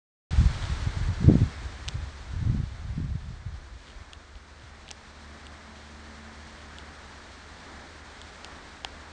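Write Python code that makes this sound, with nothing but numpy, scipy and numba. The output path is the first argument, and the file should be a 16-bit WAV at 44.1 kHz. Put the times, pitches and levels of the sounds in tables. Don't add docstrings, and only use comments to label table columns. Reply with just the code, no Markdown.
import sys
import numpy as np
from scipy import signal
from scipy.fft import rfft, irfft
from scipy.io import wavfile
from scipy.ndimage import uniform_filter1d
from numba import njit

SR = 44100
rng = np.random.default_rng(int(sys.argv[2]) if len(sys.argv) > 2 else 0)


def generate_wav(signal):
    frames = np.transpose(np.atleast_2d(signal))
    scaled = np.clip(frames, -1, 1) * 32767
    pcm = np.round(scaled).astype(np.int16)
    wavfile.write(sys.argv[1], SR, pcm)


N = 402191
TIME_S = np.arange(N) / SR

# start_s, level_db, edge_db, thud_db, stalk_semitones, edge_semitones, damping_ratio
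SNAPS = [(0.548, -32, -14, -28, -2, 0, 1), (0.625, -31, -18, -28, 2.5, -2, 0.8),
         (0.6393, -32, -18, -28, 2, 2, 0.6), (0.6530, -31, -18, -28, 1.5, 0, 0.9),
         (1.8805, -22.5, -11, -18, -1.7, 2, 0.72), (1.8858, -13, -4.5, -18, 1, 1.1, 2.7),
         (4.1329, -28.5, -9.5, -24, -0.1, 3.5, 0.65), (4.355, -39, -18, -20, -2, 0, 0.8),
         (4.8806, -32, -16, -12, -4, -0.6, 1.6), (4.8897, -31.5, -11, -9, 1.5, 6, 1),
         (4.9068, -27, -14, -8, -1, -2, 0.85), (4.9127, -20.5, 6.5, -3, -1.5, 1.4, 1.7),
         (5.4678, -31.5, -8, -19, 0.3, 5.5, 0.9), (6.785, -29.5, -10, -23, 0.5, 6, 0.81),
         (8.2158, -28.5, -10, -13, 0.6, 5, 0.8), (8.4461, -23, -4, -4, 0, -1.5, 1.2),
         (8.8474, -15, -8, -2, -0.5, -1, 1.2)]
# pitch_hz, width_hz, gain_db
STALK_MODES = [(1620, 580, 5), (2890, 540, 8), (3210, 660, 9.5), (4120, 600, -3)]
# pitch_hz, width_hz, gain_db
EDGE_MODES = [(5610, 1300, 7), (6920, 840, -1), (9200, 720, -1)]
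# pitch_hz, width_hz, gain_db
POT_MODES = [(444, 160, -10), (782, 170, -1), (1740, 400, -5.5)]
# start_s, length_s, level_db
TUFT_FLURRIES = [(3.866, 0.055, -41)]
# start_s, hold_s, level_db, corner_hz
MIC_GUSTS = [(0.388, 0.068, -18.5, 143), (1.036, 0.087, -29.5, 153), (1.235, 0.2, -22, 338),
             (1.299, 0.0043, -19.5, 417), (1.95, 0.083, -38, 134), (2.344, 0.14, -29.5, 137),
             (2.422, 0.19, -27.5, 223), (2.82, 0.325, -34, 131), (2.971, 0.11, -32, 243),
             (3.234, 0.051, -39, 163), (3.503, 0.035, -38.5, 110)]
# centre_s, half_length_s, change_db
BREEZE_LULLS = [(1.52, 0.072, -15), (1.752, 0.065, -10), (2.158, 0.088, -9.5), (4.25, 0.51, -13.5)]
# centre_s, level_db, swing_hz
EDDY_THUMPS = [(0.333, -19, 121), (0.387, -10.5, 65), (0.413, -9.5, 81), (0.439, -13, 69),
               (0.46, -11.5, 60), (0.7, -23.5, 124), (0.873, -15, 97), (0.973, -21, 109),
               (1.014, -18.5, 97), (1.088, -17, 102), (1.245, -11.5, 135), (1.282, -1.5, 100),
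               (1.289, -5, 192), (1.299, -3.5, 248), (1.313, -12.5, 240), (1.32, -10, 134),
               (1.338, -13.5, 196), (1.355, -6.5, 198), (1.418, -9.5, 116), (1.432, -12, 82.6),
               (1.893, -30, 124), (1.955, -21, 96), (2.043, -27, 81.6), (2.337, -22.5, 81),
               (2.364, -21, 85), (2.428, -18.5, 113), (2.474, -18.5, 138), (2.499, -13, 98),
               (2.549, -18, 164), (2.602, -17.5, 109), (2.638, -20, 103), (2.904, -22.5, 84),
               (2.981, -20.5, 172), (3.003, -25, 230), (3.046, -21, 124), (3.155, -20.5, 119),
               (3.307, -29, 133), (3.466, -23.5, 99), (3.58, -30, 55), (3.731, -34, 58), (3.759, -37, 65),
               (3.968, -33.5, 45), (4.014, -34, 66), (4.171, -36, 67.4), (4.357, -34, 50.3),
               (4.642, -36, 94)]
# time_s, level_db
HISS_LEVELS = [(0.55, -44.5), (1.0, -47.5), (1.45, -48.5), (2.4, -53.5), (3.4, -57), (3.9, -55.5),
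               (4.4, -56.5), (5.4, -52.5), (6.7, -51), (8.0, -50), (8.6, -49.5), (9.12, -50.5)]
# freq_hz, density_db
RUSH_SPECTRUM = [(20, -0.5), (45, 8.5), (70, 11.5), (105, 1), (160, 0.5), (260, 3), (480, -2), (620, -0.5),
                 (1000, 0), (1750, 0), (2200, -6), (2800, -20.5), (4500, -45.5)]
# centre_s, half_length_s, change_db
RUSH_SWELLS = [(6.75, 0.18, 1.3), (7.9, 0.23, 1.5)]
# freq_hz, density_db
FINE_SPECTRUM = [(300, -0.5), (1000, -5.5), (2200, 0), (2850, -2), (3400, 0), (4300, -0.5), (5000, -4),
                 (5800, -5), (7000, -8.5), (8300, -11.5), (9300, -19), (10000, -28.5)]
# time_s, level_db
ENGINE_LEVELS = [(0.3, -41), (3.9, -51.5), (4.6, -55), (5.4, -49.5), (7.0, -52.5), (9.1, -55.5)]


def embers(tick_max_db=-43, tick_count=24):
    out = np.zeros(N)
    for start_s, *settings in SNAPS:
        add(out, start_s, snap(*settings))
    for when, size in rng.random((tick_count, 2)):
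        add(out, when * N / SR, size * snap(tick_max_db, edge_db=-28, thud_db=-29))
    return out


def snap(level_db, edge_db, thud_db, stalk_semitones=0, edge_semitones=0, damping=1, pot_lag_s=0.000736):
    t = np.arange(SR // 50) / SR
    stalk = ring(STALK_MODES, t, scatter=0.012, rise_s=0.00025, semitones=stalk_semitones, damping=damping)
    edge = ring(EDGE_MODES, t, scatter=0.02, rise_s=0.00008, semitones=edge_semitones)
    crack = lowpass(stalk, hz=4900) + undb(edge_db) * lowpass(edge, hz=8400)
    low_cut_hz = np.clip(1100 * 2 ** ((-17 - level_db) / 16), 600, 2600)
    crack = highpass(crack, low_cut_hz)
    tear = smear(crack, t, decay_s=0.0022)
    tail = smear(crack, t, decay_s=0.0042)
    crack = crack + np.std(crack) * (undb(-11) * tear + undb(-22) * tail)
    thud = ring(POT_MODES, np.maximum(t - pot_lag_s, 0), scatter=0.0097, rise_s=0.00028)
    return undb(level_db) * (crack + undb(thud_db) * thud) / np.abs(crack).max()


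def ring(modes, t, scatter, rise_s, semitones=0, damping=1):
    hz, width_hz, gain_db = np.transpose(modes)[:, :, None]
    hz = hz * 2 ** (semitones / 12) * (1 + scatter * rng.standard_normal(hz.shape))
    decay = np.exp(-np.pi * width_hz * damping * t)
    partials = undb(gain_db) * np.sqrt(width_hz) / hz * decay * np.sin(2 * np.pi * hz * t)
    motion = partials.sum(axis=0) * (1 - np.exp(-t / rise_s))
    return unit(np.diff(motion, prepend=0))


def flurries(spread_db=5, count=6):
    out = np.zeros(N)
    for start_s, length_s, level_db in TUFT_FLURRIES:
        for k, (late, size) in enumerate(rng.random((count, 2))):
            tick = snap(level_db + spread_db * (size - .5), edge_db=-15, thud_db=-35)
            add(out, start_s + length_s * (k + late) / count, tick)
    return out


def wind(trim_db=-1, flutter_db=2.0, soft_limit=0.7):
    strength, corner_hz = airflow()
    corner_hz = np.clip(corner_hz, 70, 900)
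    eddies = lowpass(rng.standard_normal(N), hz=70, order=1)
    eddies = swept_lowpass(swept_lowpass(eddies, corner_hz), corner_hz)
    eddies = highpass(eddies, hz=44)
    eddies /= np.sqrt(uniform_filter1d(eddies ** 2, size=SR // 14) + 1e-18)
    pressure, cover = buffets()
    flutter = undb(trim_db + flutter_db * walk(rate_hz=32))
    rumble = eddies * strength * flutter * (1 - .5 * cover) + pressure
    return soft_limit * np.tanh(highpass(rumble, hz=25.8) / soft_limit)


def airflow(breeze_db=-29, breeze_corner_hz=127, calm_s=4.77, puff_db=0.5, db_per_octave=22):
    swell_db = puff_db * walk(rate_hz=13) + bumps_db(BREEZE_LULLS)
    fade_db = 3.5 * TIME_S + 33 * np.maximum(TIME_S - calm_s, 0)
    power = undb(breeze_db - fade_db + swell_db) ** 2
    weighted_corner = power * breeze_corner_hz * 2 ** ((swell_db - fade_db / 2) / db_per_octave)
    for start_s, hold_s, level_db, corner_hz in MIC_GUSTS:
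        shape = gust_shape(start_s, hold_s)
        gust_power = (undb(level_db) * shape) ** 2
        power += gust_power
        weighted_corner += gust_power * corner_hz * shape ** (20 * np.log10(2) / db_per_octave)
    return np.sqrt(power), weighted_corner / power


def gust_shape(start_s, hold_s, attack_s=0.029, release_s=0.028):
    t = TIME_S - start_s
    return np.exp(np.minimum(t, 0) / attack_s - np.maximum(t - hold_s, 0) / release_s)


def buffets(full_core=0.43, core_ratio=2.01, hard_db=-10, db_per_halving=7):
    pressure, cover = np.zeros(N), np.zeros(N)
    t = np.arange(-SR // 40, SR // 40) / SR
    signs = np.sign(rng.standard_normal(len(EDDY_THUMPS)))
    for (centre_s, level_db, swing_hz), sign in zip(EDDY_THUMPS, signs):
        phase = 2 * np.pi * swing_hz * t
        swing = np.cos(phase) * np.exp(-phase ** 2 / 15)
        core_phase = core_ratio * phase
        core = (1 - core_phase ** 2 / 2) * np.exp(-(core_phase / 2) ** 2)
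        core_gain = full_core * 2 ** (min(level_db - hard_db, 0) / db_per_halving)
        thump = (swing + core_gain * core) / (1 + core_gain / 2)
        add(pressure, centre_s + t[0], sign * undb(level_db) * thump)
        add(cover, centre_s + t[0], np.exp(-phase ** 2 / 20))
    return pressure, np.minimum(cover, 1)


def hiss(rush_db=3.0, fine_db=0.52, fine_fade_db_per_s=0.42, waver_db=0.73):
    base_db = curve(HISS_LEVELS)
    rush = noise(RUSH_SPECTRUM) * undb(base_db + rush_db + bumps_db(RUSH_SWELLS))
    rush *= undb(waver_db * walk(rate_hz=3.0))
    fine = noise(FINE_SPECTRUM) * undb(base_db + fine_db - fine_fade_db_per_s * TIME_S)
    fine *= undb(waver_db * walk(rate_hz=21))
    return rush + fine


def engine(start_hz=68.86, rise_hz_per_s=0.9, second_db=-19, waver_db=2.0):
    level_db = curve(ENGINE_LEVELS)
    firing_hz = start_hz + rise_hz_per_s * TIME_S
    phase = 2 * np.pi * np.cumsum(firing_hz) / SR
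    boom_hz, boom_width_hz, boom_db = 223.7, 2.8, -4.5
    third_gain = undb(boom_db) / np.hypot(1, 2 * (3 * firing_hz - boom_hz) / boom_width_hz)
    hum = np.zeros(N)
    for k, gain in enumerate([1, undb(second_db), third_gain], 1):
        rms = gain * undb(level_db + waver_db * walk(rate_hz=2.4))
        hum += np.sqrt(2) * rms * np.sin(k * phase)
    return hum


def undb(db):
    return 10 ** (np.asarray(db) / 20)


def unit(x):
    return x / np.sqrt(np.mean(x ** 2))


def add(out, start_s, sound):
    i = int(np.clip(start_s * SR, 0, N - 1))
    out[i:i + len(sound)] += sound[:N - i]


def curve(table):
    return np.interp(TIME_S, *np.transpose(table))


def bumps_db(table):
    return sum(db * np.exp(-((TIME_S - centre_s) / half_s) ** 2) for centre_s, half_s, db in table)


def noise(spectrum):
    hz, db = np.transpose(spectrum)
    bins_hz = np.maximum(np.arange(N // 2 + 1) * SR / N, 1)
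    gain = undb(np.interp(np.log(bins_hz), np.log(hz), db))
    return unit(irfft(rfft(rng.standard_normal(N)) * gain, N))


def walk(rate_hz):
    bins_hz = np.arange(N // 2 + 1) * SR / N
    return unit(irfft(rfft(rng.standard_normal(N)) * np.exp(-(bins_hz / rate_hz) ** 2), N))


def smear(x, t, decay_s):
    burst = rng.standard_normal(len(t)) * np.exp(-t / decay_s)
    return unit(np.convolve(burst, x)[:len(t)])


def highpass(x, hz, order=2):
    return signal.sosfilt(signal.butter(order, hz, "high", fs=SR, output="sos"), x)


def lowpass(x, hz, order=4):
    return signal.sosfilt(signal.butter(order, hz, fs=SR, output="sos"), x)


def steep_lowpass(x, hz):
    return signal.sosfilt(signal.ellip(8, .2, 70, hz, fs=SR, output="sos"), x)


@njit
def swept_lowpass(x, hz):
    y, band_state, low_state = np.empty(len(x)), 0., 0.
    for i in range(len(x)):
        g = np.tan(np.pi * hz[i] / SR)
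        band = (band_state + g * (x[i] - low_state)) / (1 + g * (g + 1.4))
        y[i] = low_state + g * band
        band_state, low_state = 2 * band - band_state, 2 * y[i] - low_state
    return y


def scene():
    return (embers() + flurries() + wind() + hiss() + engine())[None]


def record(dry, start_s=0.3075, muffle_hz=9700, leak_db=-16, top_hz=13900):
    sound = dry * (TIME_S >= start_s)
    trace = undb(leak_db) * highpass(sound, muffle_hz, order=8)
    return steep_lowpass(steep_lowpass(sound, muffle_hz) + trace, top_hz)


dry = scene()
out = record(dry)
generate_wav(out)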